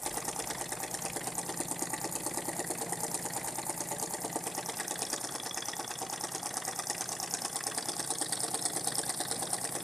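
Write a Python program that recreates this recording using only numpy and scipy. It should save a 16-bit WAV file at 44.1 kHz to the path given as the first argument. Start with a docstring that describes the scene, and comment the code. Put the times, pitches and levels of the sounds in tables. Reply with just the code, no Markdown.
"""A small homemade steam engine on a wooden block runs at about nine turns a second: its slack linkage knocks
as decaying modes of bench, block and cylinder, while rods, fittings and wet exhaust rattle, ring and spit in
shaped noise bursts. Steam hisses as coloured noise, with a thin bright jet while the valve is open.
A gas burner roars softly under the tin boiler, over a faint rumble of low noise.
The microphone wanders round the engine, close by, in a small hard room."""
import sys
import numpy as np
from scipy import signal
from scipy.io import wavfile
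from scipy.ndimage import uniform_filter1d, map_coordinates

SR = 44100
rng = np.random.default_rng(int(sys.argv[2]) if len(sys.argv) > 2 else 0)


def log_audio(samples):
    """Write samples as a 16-bit WAV file to the path given in sys.argv[1]."""
    # one column per channel
    frames = np.atleast_2d(samples).T
    # limit to full scale, then quantise
    limited = np.clip(frames, -1, 1)
    pcm = np.round(limited * 32767).astype(np.int16)
    wavfile.write(sys.argv[1], SR, pcm)


N = 433503
TIME = np.arange(N) / SR

# speed of the crank, sagging briefly under friction: (time [s], speed [turns/s])
CRANK_SPEED = [(0, 9.104), (1.45, 9.072), (3.05, 9.093), (3.5, 9.05), (5.2, 9.069), (5.45, 8.96),
               (5.75, 9.027), (7.95, 9.16), (8.5, 9.094), (9.8, 9.088)]
# shoves of the piston on the bench in every turn: (time into turn [s], blow [dB])
PISTON_THUMPS = [(.0065, -22), (0.0224, 7.5), (0.038, 0), (.0470, -4), (0.096, 7.5), (0.101, -5)]
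# blows of the slack linkage in every turn: (time into turn [s], block blow [dB], cylinder blow [dB])
LINKAGE_KNOCKS = [(.0035, -12.5, -24), (.0160, -15, 3.5), (.0347, -14, -3), (0.0423, -2.5, 5.5),
                  (0.046, 0, 6.5), (0.0531, -14.5, -1), (.0595, -3, 3), (0.0664, -12, -18),
                  (.0940, -7.5, -26)]
# modes of the bench: (frequency [Hz], level [dB], t60 [s])
BENCH_MODES = [(55, -15, 0.062), (84, -24, 0.13), (126.6, -3, 0.15), (148.6, 1, 0.12), (172.3, 3, 0.17),
               (230, 8, 0.025)]
# modes of the wooden block: (frequency [Hz], level [dB], t60 [s])
BLOCK_MODES = [(296, -15.5, 0.053), (328.5, 0.5, 0.05), (353.7, -7.5, 0.091), (456.8, -1.5, 0.081),
               (509.7, -2.5, 0.047), (590.5, -3, 0.068), (705, 1.5, 0.032)]
# modes of the hollow cylinder: (frequency [Hz], level [dB], t60 [s])
CYLINDER_MODES = [(806.5, -10, 0.069), (840, 5, 0.0097), (872.3, -14, 0.092), (1164, -10.5, 0.039)]
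# slow drift of the cylinder's note and strength: (time [s], factor on mode frequencies [1], level [dB])
CYLINDER_DRIFT = [(0, 1, 0.5), (1.5, 0.98, -1.5), (3.3, 1.02, 0), (5.3, 0.97, 0), (8.5, .93, -1),
                  (9.8, 0.92, -2)]
# modes of the crank pin: (frequency [Hz], level [dB], t60 [s])
PIN_MODES = [(3410, 6, 0.017), (3590, -7.5, 0.0073)]
# loudness of the crank pin: (time [s], level [dB])
PIN_LEVEL = [(4.5, -75), (5.1, -53.5), (5.8, -51), (6.4, -62.5), (9.8, -60)]
# bursts of tiny impacts and droplets in every turn:
# (time into turn [s], rise [s], decay [s], rattle [dB], ring [dB], spit [dB])
TURN_BURSTS = [(0.0167, 0.00048, 0.0027, -8.5, 3, -2), (0.03, 0.0054, 0.013, -8, -18.5, -38),
               (.0355, 0.00036, 0.0036, -24.5, -20, -19), (0.0459, 0.00025, 0.0018, -1.5, 6.5, 8),
               (0.0464, 0.0021, 0.0047, -0.5, -7, -3), (0.0516, 0.0018, 0.0072, 3.5, -4, 1.5),
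               (0.077, 0.0015, 0.0022, -4.5, -1, -5.5), (0.0906, 0.0017, 0.0033, -0.5, -20, -10),
               (.0953, 0.00055, 0.0056, 3, -27, -7)]
# colour of the loose rods: (frequency [Hz], level [dB])
RATTLE_COLOUR = [(500, -19), (1100, 3.5), (1350, -5), (1560, 0), (1720, 0.5), (1930, 4), (2200, -8),
                 (2900, -7.5), (3450, -3.5), (3900, -6), (9000, -25.5)]
# colour of the brass fittings: (frequency [Hz], level [dB])
RING_COLOUR = [(2500, -36), (3600, -45), (4500, -12.5), (4850, -6.5), (5300, -0.5), (5650, -2), (6000, 3),
               (6300, 2), (6700, 3.5), (7200, -3), (9000, -12), (14000, -48)]
# colour of the wet exhaust: (frequency [Hz], level [dB])
SPIT_COLOUR = [(3000, -57), (6000, -17), (7300, -9), (8400, 4), (9400, 1.5), (10200, 0), (11200, -9.5),
               (12500, -14), (14500, -22)]
# how strongly fittings ring and exhaust spits: (time [s], ring [dB], spit [dB])
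CLATTER_TREND = [(0, 0.5, 0.5), (2.2, -0.5, 1), (4.5, -1.5, -0.5), (5.0, 0.5, 1), (5.5, 2, -7),
                 (5.95, -0.5, -5), (6.1, 2, 0), (7.3, 3, 0.5), (8.4, 1.5, 5.5), (9.8, -1.5, 1)]
# slugs of condensed water that make single turns louder: (time [s], extra level [dB])
WATER_SLUGS = [(2.99, 5.5), (3.10, 3), (3.98, 3.5), (5.08, 3.5), (7.51, 1)]
# colour of the steam leak: (frequency [Hz], level [dB])
HISS_COLOUR = [(1900, -6.5), (2700, -25), (5000, -14.5), (7000, -6), (9300, 7.5), (11000, -1), (14500, -11)]
# the leak follows the pressure in the cylinder: (time into turn [s], level [dB])
LEAK_PRESSURE = [(0, -3.5), (.004, 1), (.036, 4), (.040, -0.5), (.108, -8.5)]
# reach of each part to the moving microphone:
# (time [s], bench [dB], block [dB], rattle [dB], hiss [dB])
MIC_REACH = [(0, -1, 0.9, 0, 5), (0.7, 6, -1.5, 1, 1.5), (1.5, 6, 0, 1, 2), (2.2, 6, 0.5, 0.5, 3.5),
             (3, 8.5, 2.5, -0.5, 3.5), (3.7, 5, -0.5, -0.1, 4.5), (4.4, 4.5, 1.9, -2.1, 3),
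             (5.1, -2, 0, 4, 3), (5.7, -1, -5.5, 2, 2), (6.4, 3.5, -4, 0.8, 1.5), (7.2, 1.5, -5, 0.5, 3.2),
             (7.9, 0.5, -2.7, 7, 1), (8.6, 5, 0, 8.5, 4), (9.2, 4, -2, 8.5, 4.5), (9.8, 5.5, -0.5, 4.5, 5)]
# treble beamed to each side: (frequency [Hz], cylinder end [dB], flywheel end [dB], top [dB])
SIDE_BEAMS = [(1055, -5, -1, -12.5), (1250, -9, 2.5, -5), (2100, 3, 1, -9), (2550, 1.5, 6.5, -11),
              (3070, -4, -0.5, -11), (3430, -5, 4.5, -4), (4240, 3, 0.5, 2.5), (4480, 4.5, -0.5, 4.5),
              (5380, -3, 6.5, 4.5), (5900, -6.5, 2, -4), (7080, 5.5, 0.5, -2.5), (7870, 0.5, 3, 2.5),
              (8960, -1, -3, 1.5), (11900, 0.5, -1, -2)]
# side the microphone faces: (time [s], position [0 cylinder end, 1 flywheel end, 2 top])
MIC_SIDE = [(0, 0.73), (1.5, 0.13), (2.4, 0.067), (4.3, 0.09), (5.0, 1.52), (7.3, 1.24), (8.3, 2.22),
            (9.1, 2.3), (9.8, 1.63)]
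# colour of the gas burner: (frequency [Hz], density [dB per Hz])
BURNER_COLOUR = [(20, -42), (48, -21), (80, -10), (125, 0), (400, -2), (800, 0.5), (1200, -14.5),
                 (2000, -11), (2800, -21), (9000, -17), (14000, -35)]
# level of the flame's roar at the moving microphone: (time [s], level [dB])
ROAR_LEVEL = [(0, -48.5), (2.8, -48), (4.4, -47.5), (5.5, -51), (7.8, -49.5), (9.8, -48)]
# level of the deep rumble: (time [s], level [dB])
RUMBLE_LEVEL = [(0, -58), (.6, -63), (1.2, -69), (2.5, -67), (3.2, -79), (5.2, -75), (7.4, -82), (9.8, -80)]
# decay of the room: (frequency [Hz], t60 [s])
ROOM_DECAY = [(100, 0.44), (500, 0.33), (2000, 0.57), (15000, 0.29)]
# stereo width: (frequency [Hz], side against mid [dB])
STEREO_WIDTH = [(3500, -69), (4400, -32.5), (6300, -13.5), (14000, -8)]


def linkage():
    """Piston and crank thump the bench, knock the block and ring the hollow cylinder."""
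    when, block_db, cylinder_db = np.transpose(LINKAGE_KNOCKS)
    # the block rocks on the tiles, which detunes it
    seating = 1 + 0.025 * wander(per_s=7)
    cylinder_tune = curve(CYLINDER_DRIFT, column=1)
    bench = struck(BENCH_MODES, *np.transpose(PISTON_THUMPS), slack_s=0.00035, uneven_db=0.5,
                   swell_s=0.0034, nodes_db=0.94)
    block = struck(BLOCK_MODES, when, block_db, slack_s=0.00035, uneven_db=3.0,
                   swell_s=0.002, nodes_db=1.17, tune=seating)
    cylinder = struck(CYLINDER_MODES, when, cylinder_db, slack_s=0.00022, uneven_db=2.1,
                      swell_s=0.0015, nodes_db=1.0, tune=cylinder_tune)
    bench = bench * gain_of(-57 + curve(MIC_REACH, column=1))
    block = block * gain_of(-45 + curve(MIC_REACH, column=2))
    cylinder = cylinder * gain_of(-45 + curve(CYLINDER_DRIFT, column=2))
    return bench + block + cylinder


def crank_pin(when_s=0.0945):
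    """The loose pin clinks on two short modes as the rod reverses."""
    clink = struck(PIN_MODES, np.array([when_s]), 0, slack_s=0.0004, uneven_db=2.5,
                   swell_s=0.0009, nodes_db=1)
    return clink * gain_of(curve(PIN_LEVEL, column=1))


def clatter():
    """Loose rods rattle, the brass fittings ring and wet steam spits from the exhaust."""
    *_, rattle_db, ring_db, spit_db = np.transpose(TURN_BURSTS)
    ring_db = ring_db + turn_levels(column=1, uneven_db=1.0)
    spit_db = spit_db + turn_levels(column=2, uneven_db=1.5)
    rattle = bursts(RATTLE_COLOUR, rattle_db, slack_s=0.0012, uneven_db=1.2, patch_db=8.0)
    ring = bursts(RING_COLOUR, ring_db, slack_s=0.00025, uneven_db=0.55, patch_db=5)
    spit = bursts(SPIT_COLOUR, spit_db, slack_s=0.00042, uneven_db=1.0, patch_db=3.5)
    rattle = rattle * gain_of(-48 + curve(MIC_REACH, column=3))
    return rattle + gain_of(-45.5) * ring + gain_of(-42.5) * spit


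def steam(flutter_db=3.5, opens_s=0.0068, shuts_s=0.04, edge_s=0.0013):
    """Steam leaks all the time, and a thin bright jet escapes while the valve is open."""
    start = turn_starts()
    this_turn = np.maximum(np.searchsorted(start, TIME) - 1, 0)
    since = TIME - start[this_turn]
    leak_db = np.interp(since, *np.transpose(LEAK_PRESSURE))
    flutter = evened(uniform_filter1d(rng.standard_normal(N), size=120))
    leak = colour(rng.standard_normal(N) * gain_of(leak_db + flutter_db * flutter), HISS_COLOUR)
    opening = 1 + np.tanh((since - opens_s) / edge_s)
    closing = 1 - np.tanh((since - shuts_s) / edge_s)
    thin = signal.butter(3, 11000, "high", fs=SR, output="sos")
    jet = opening * closing * signal.sosfilt(thin, mottled(rng.standard_normal(N), patch_db=13.0))
    hiss = gain_of(-48.5) * evened(leak) + gain_of(-52) * evened(jet)
    return hiss * gain_of(curve(MIC_REACH, column=4))


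def burner(flicker_db=2.0):
    """The gas flame roars softly under the boiler: coloured noise with a flickering level."""
    flicker = evened(uniform_filter1d(rng.standard_normal(N), size=3000))
    roar = evened(colour(rng.standard_normal(N), BURNER_COLOUR) * gain_of(flicker_db * flicker))
    return roar * gain_of(curve(ROAR_LEVEL, column=1))


def rumble(low_hz=42, high_hz=68):
    """A deep, faint band of noise that mostly fades in the first few seconds."""
    band = signal.butter(3, [low_hz, high_hz], "band", fs=SR, output="sos")
    return evened(signal.sosfilt(band, rng.standard_normal(N))) * gain_of(curve(RUMBLE_LEVEL, column=1))


def beamed(x):
    """The treble changes colour as the microphone moves round the engine."""
    return sum(share * colour(x, SIDE_BEAMS, column=k + 1) for k, share in enumerate(nearness()))


def room(x, gap_s=0.0046):
    """Dense reflections from tiles and walls, different on each side, dying at a rate set by frequency."""
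    wet = 0
    for share in nearness():
        hz, t, z = signal.stft(rng.standard_normal(SR // 2), SR, nperseg=256)
        decay = gain_of(-60 * t / read(ROOM_DECAY, hz)[:, None])
        tail = signal.istft(z * decay, SR, nperseg=256)[1]
        tail *= TIME[:len(tail)] > gap_s  # silence before the first reflection
        tail = tail / np.linalg.norm(tail)
        wet = wet + np.sqrt(share) * signal.oaconvolve(x, tail)[:N]
    return wet


def nearness():
    """How far the microphone is on each of the three sides; the shares sum to one."""
    side = np.clip(curve(MIC_SIDE, column=1), 0, 2)
    return np.maximum(1 - abs(side - np.arange(3)[:, None]), 0)


def turn_starts():
    """The start of every full turn, found by adding up the crank's speed."""
    first_turn_s = 0.0155
    turns = np.cumsum(curve(CRANK_SPEED, column=1)) / SR
    turns = turns - np.interp(first_turn_s, TIME, turns)
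    return np.interp(np.arange(int(turns[-1]) + 1), turns, TIME)


def turn_levels(column, uneven_db):
    """Strength of each turn in dB: a slow trend, chance, and more when a slug of water passes."""
    start = turn_starts()
    trend_db = np.interp(start, TIME, curve(CLATTER_TREND, column))
    db = trend_db + uneven_db * rng.standard_normal(len(start))
    for s, extra_db in WATER_SLUGS:
        db[np.argmin(abs(start - s))] += extra_db
    return db[:, None]


def struck(modes, when, blow_db, slack_s, uneven_db, swell_s, nodes_db, tune=1):
    """The blows of every turn, never quite alike, ring the modes of one part."""
    start = turn_starts()
    late, harder = rng.standard_normal((2, len(start), len(when)))
    blow_times = start[:, None] + when + slack_s * late
    blows = clicks(blow_times, gain_of(blow_db + uneven_db * harder))
    clock = np.cumsum(tune * np.ones(N)) / SR  # runs faster when tuned up
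    ring = 0
    for hz, db, t60 in modes:
        carrier = np.exp(2j * np.pi * hz * clock)
        # each mode takes a moment to build up, then dies away
        poles = np.exp(-np.array([np.log(1000) / t60, 1 / swell_s]) / SR)
        mode = (carrier * signal.lfilter([1], np.poly(poles), blows * carrier.conj())).imag
        # and is heard more or less as the microphone passes its nodes
        ring = ring + gain_of(db + nodes_db * wander(per_s=1.944)) * mode
    low_cut = signal.butter(2, modes[0][0] * 0.75, "high", fs=SR, output="sos")
    return evened(signal.sosfilt(low_cut, ring))


def bursts(points, burst_db, slack_s, uneven_db, patch_db):
    """Showers of tiny impacts, as clumpy noise, that swell and die within milliseconds."""
    start, t, power = turn_starts(), TIME[:SR // 10], np.zeros(N)
    burst_db = burst_db + np.zeros((len(start), 1))  # one row a turn
    for (s, rise, decay, *_), db in zip(TURN_BURSTS, burst_db.T):
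        late, harder = rng.standard_normal((2, len(start)))
        shape = (1 - np.exp(-(t / rise) ** 2)) * np.exp(-t / decay)
        train = clicks(start + s + slack_s * late, gain_of(db + uneven_db * harder) ** 2)
        power += signal.oaconvolve(train, (shape / shape.max()) ** 2)[:N]
    grain = evened(uniform_filter1d(rng.standard_normal(N), size=30))
    clumps = gain_of(2.9 * np.tanh(grain))
    shower = np.sqrt(abs(power)) * clumps * rng.standard_normal(N)
    return evened(colour(mottled(shower, patch_db), points))


def mottled(x, patch_db):
    """Every contact lands on another spot and favours other overtones."""
    z = signal.stft(x, nperseg=256, noverlap=192)[2]
    patches = uniform_filter1d(rng.standard_normal(z.shape), size=3, axis=0)  # across frequency
    patches = uniform_filter1d(patches, size=12, axis=1)  # across time
    z = z * gain_of(patch_db * np.tanh(evened(patches)))
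    return signal.istft(z, nperseg=256, noverlap=192)[1][:N]


def clicks(times, sizes):
    """Single-sample blows at the given times."""
    at = np.maximum(np.round(times * SR).astype(int), 0)
    return np.bincount(at.ravel(), sizes.ravel(), N)[:N]


def wander(per_s):
    """A smooth random curve of unit RMS through per_s random knots a second."""
    knots = rng.standard_normal(256)
    path = map_coordinates(knots, [TIME[::100] * per_s], order=3, mode="wrap")
    return evened(path).repeat(100)[:N]


def colour(x, points, column=1):
    """Causal minimum-phase filter with the given spectrum: peaks ring on after a click."""
    hz = abs(np.fft.fftfreq(4096, 1 / SR))
    log_gain = np.log(gain_of(read(points, hz, column)))
    taps = np.fft.ifft(np.exp(np.conj(signal.hilbert(log_gain)))).real
    return signal.oaconvolve(x, taps[:len(taps) // 2])[:N]


def read(points, hz, column=1):
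    """One column of a spectrum table, joined on a log-frequency axis."""
    points = np.array(points, float)
    return np.interp(np.log(hz + 1), np.log(points[:, 0] + 1), points[:, column])


def curve(rows, column):
    """One column of a time table at every sample."""
    rows = np.array(rows, float)
    return np.interp(TIME, rows[:, 0], rows[:, column])


def gain_of(db):
    """Decibels to amplitude factor."""
    return 10 ** (np.asarray(db) / 20)


def evened(x):
    """Scale to unit RMS."""
    return x / np.sqrt(np.mean(x ** 2) + 1e-20)


def scene():
    """Engine, flame and room; only the treble differs between the ears."""
    knocks = linkage() + crank_pin()
    treble = beamed(clatter() + steam())
    reflections = room(gain_of(-10.5) * knocks + gain_of(-13.0) * treble)
    mid = knocks + treble + reflections + burner() + rumble()
    # a second, independent draw of the treble spreads it between the ears
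    side = colour(beamed(clatter() + steam()), STEREO_WIDTH)
    side = gain_of(-5.0) * side + gain_of(-1.0) * room(side)
    return np.array([mid + side, mid - side])


def record(dry, edge_hz=14400):
    """The recorder's band limit: a steep linear-phase low-pass."""
    taps = signal.firwin(401, edge_hz, window=("kaiser", 8), fs=SR)
    return signal.oaconvolve(dry, taps[None], "same")


dry = scene()
out = record(dry)
log_audio(out)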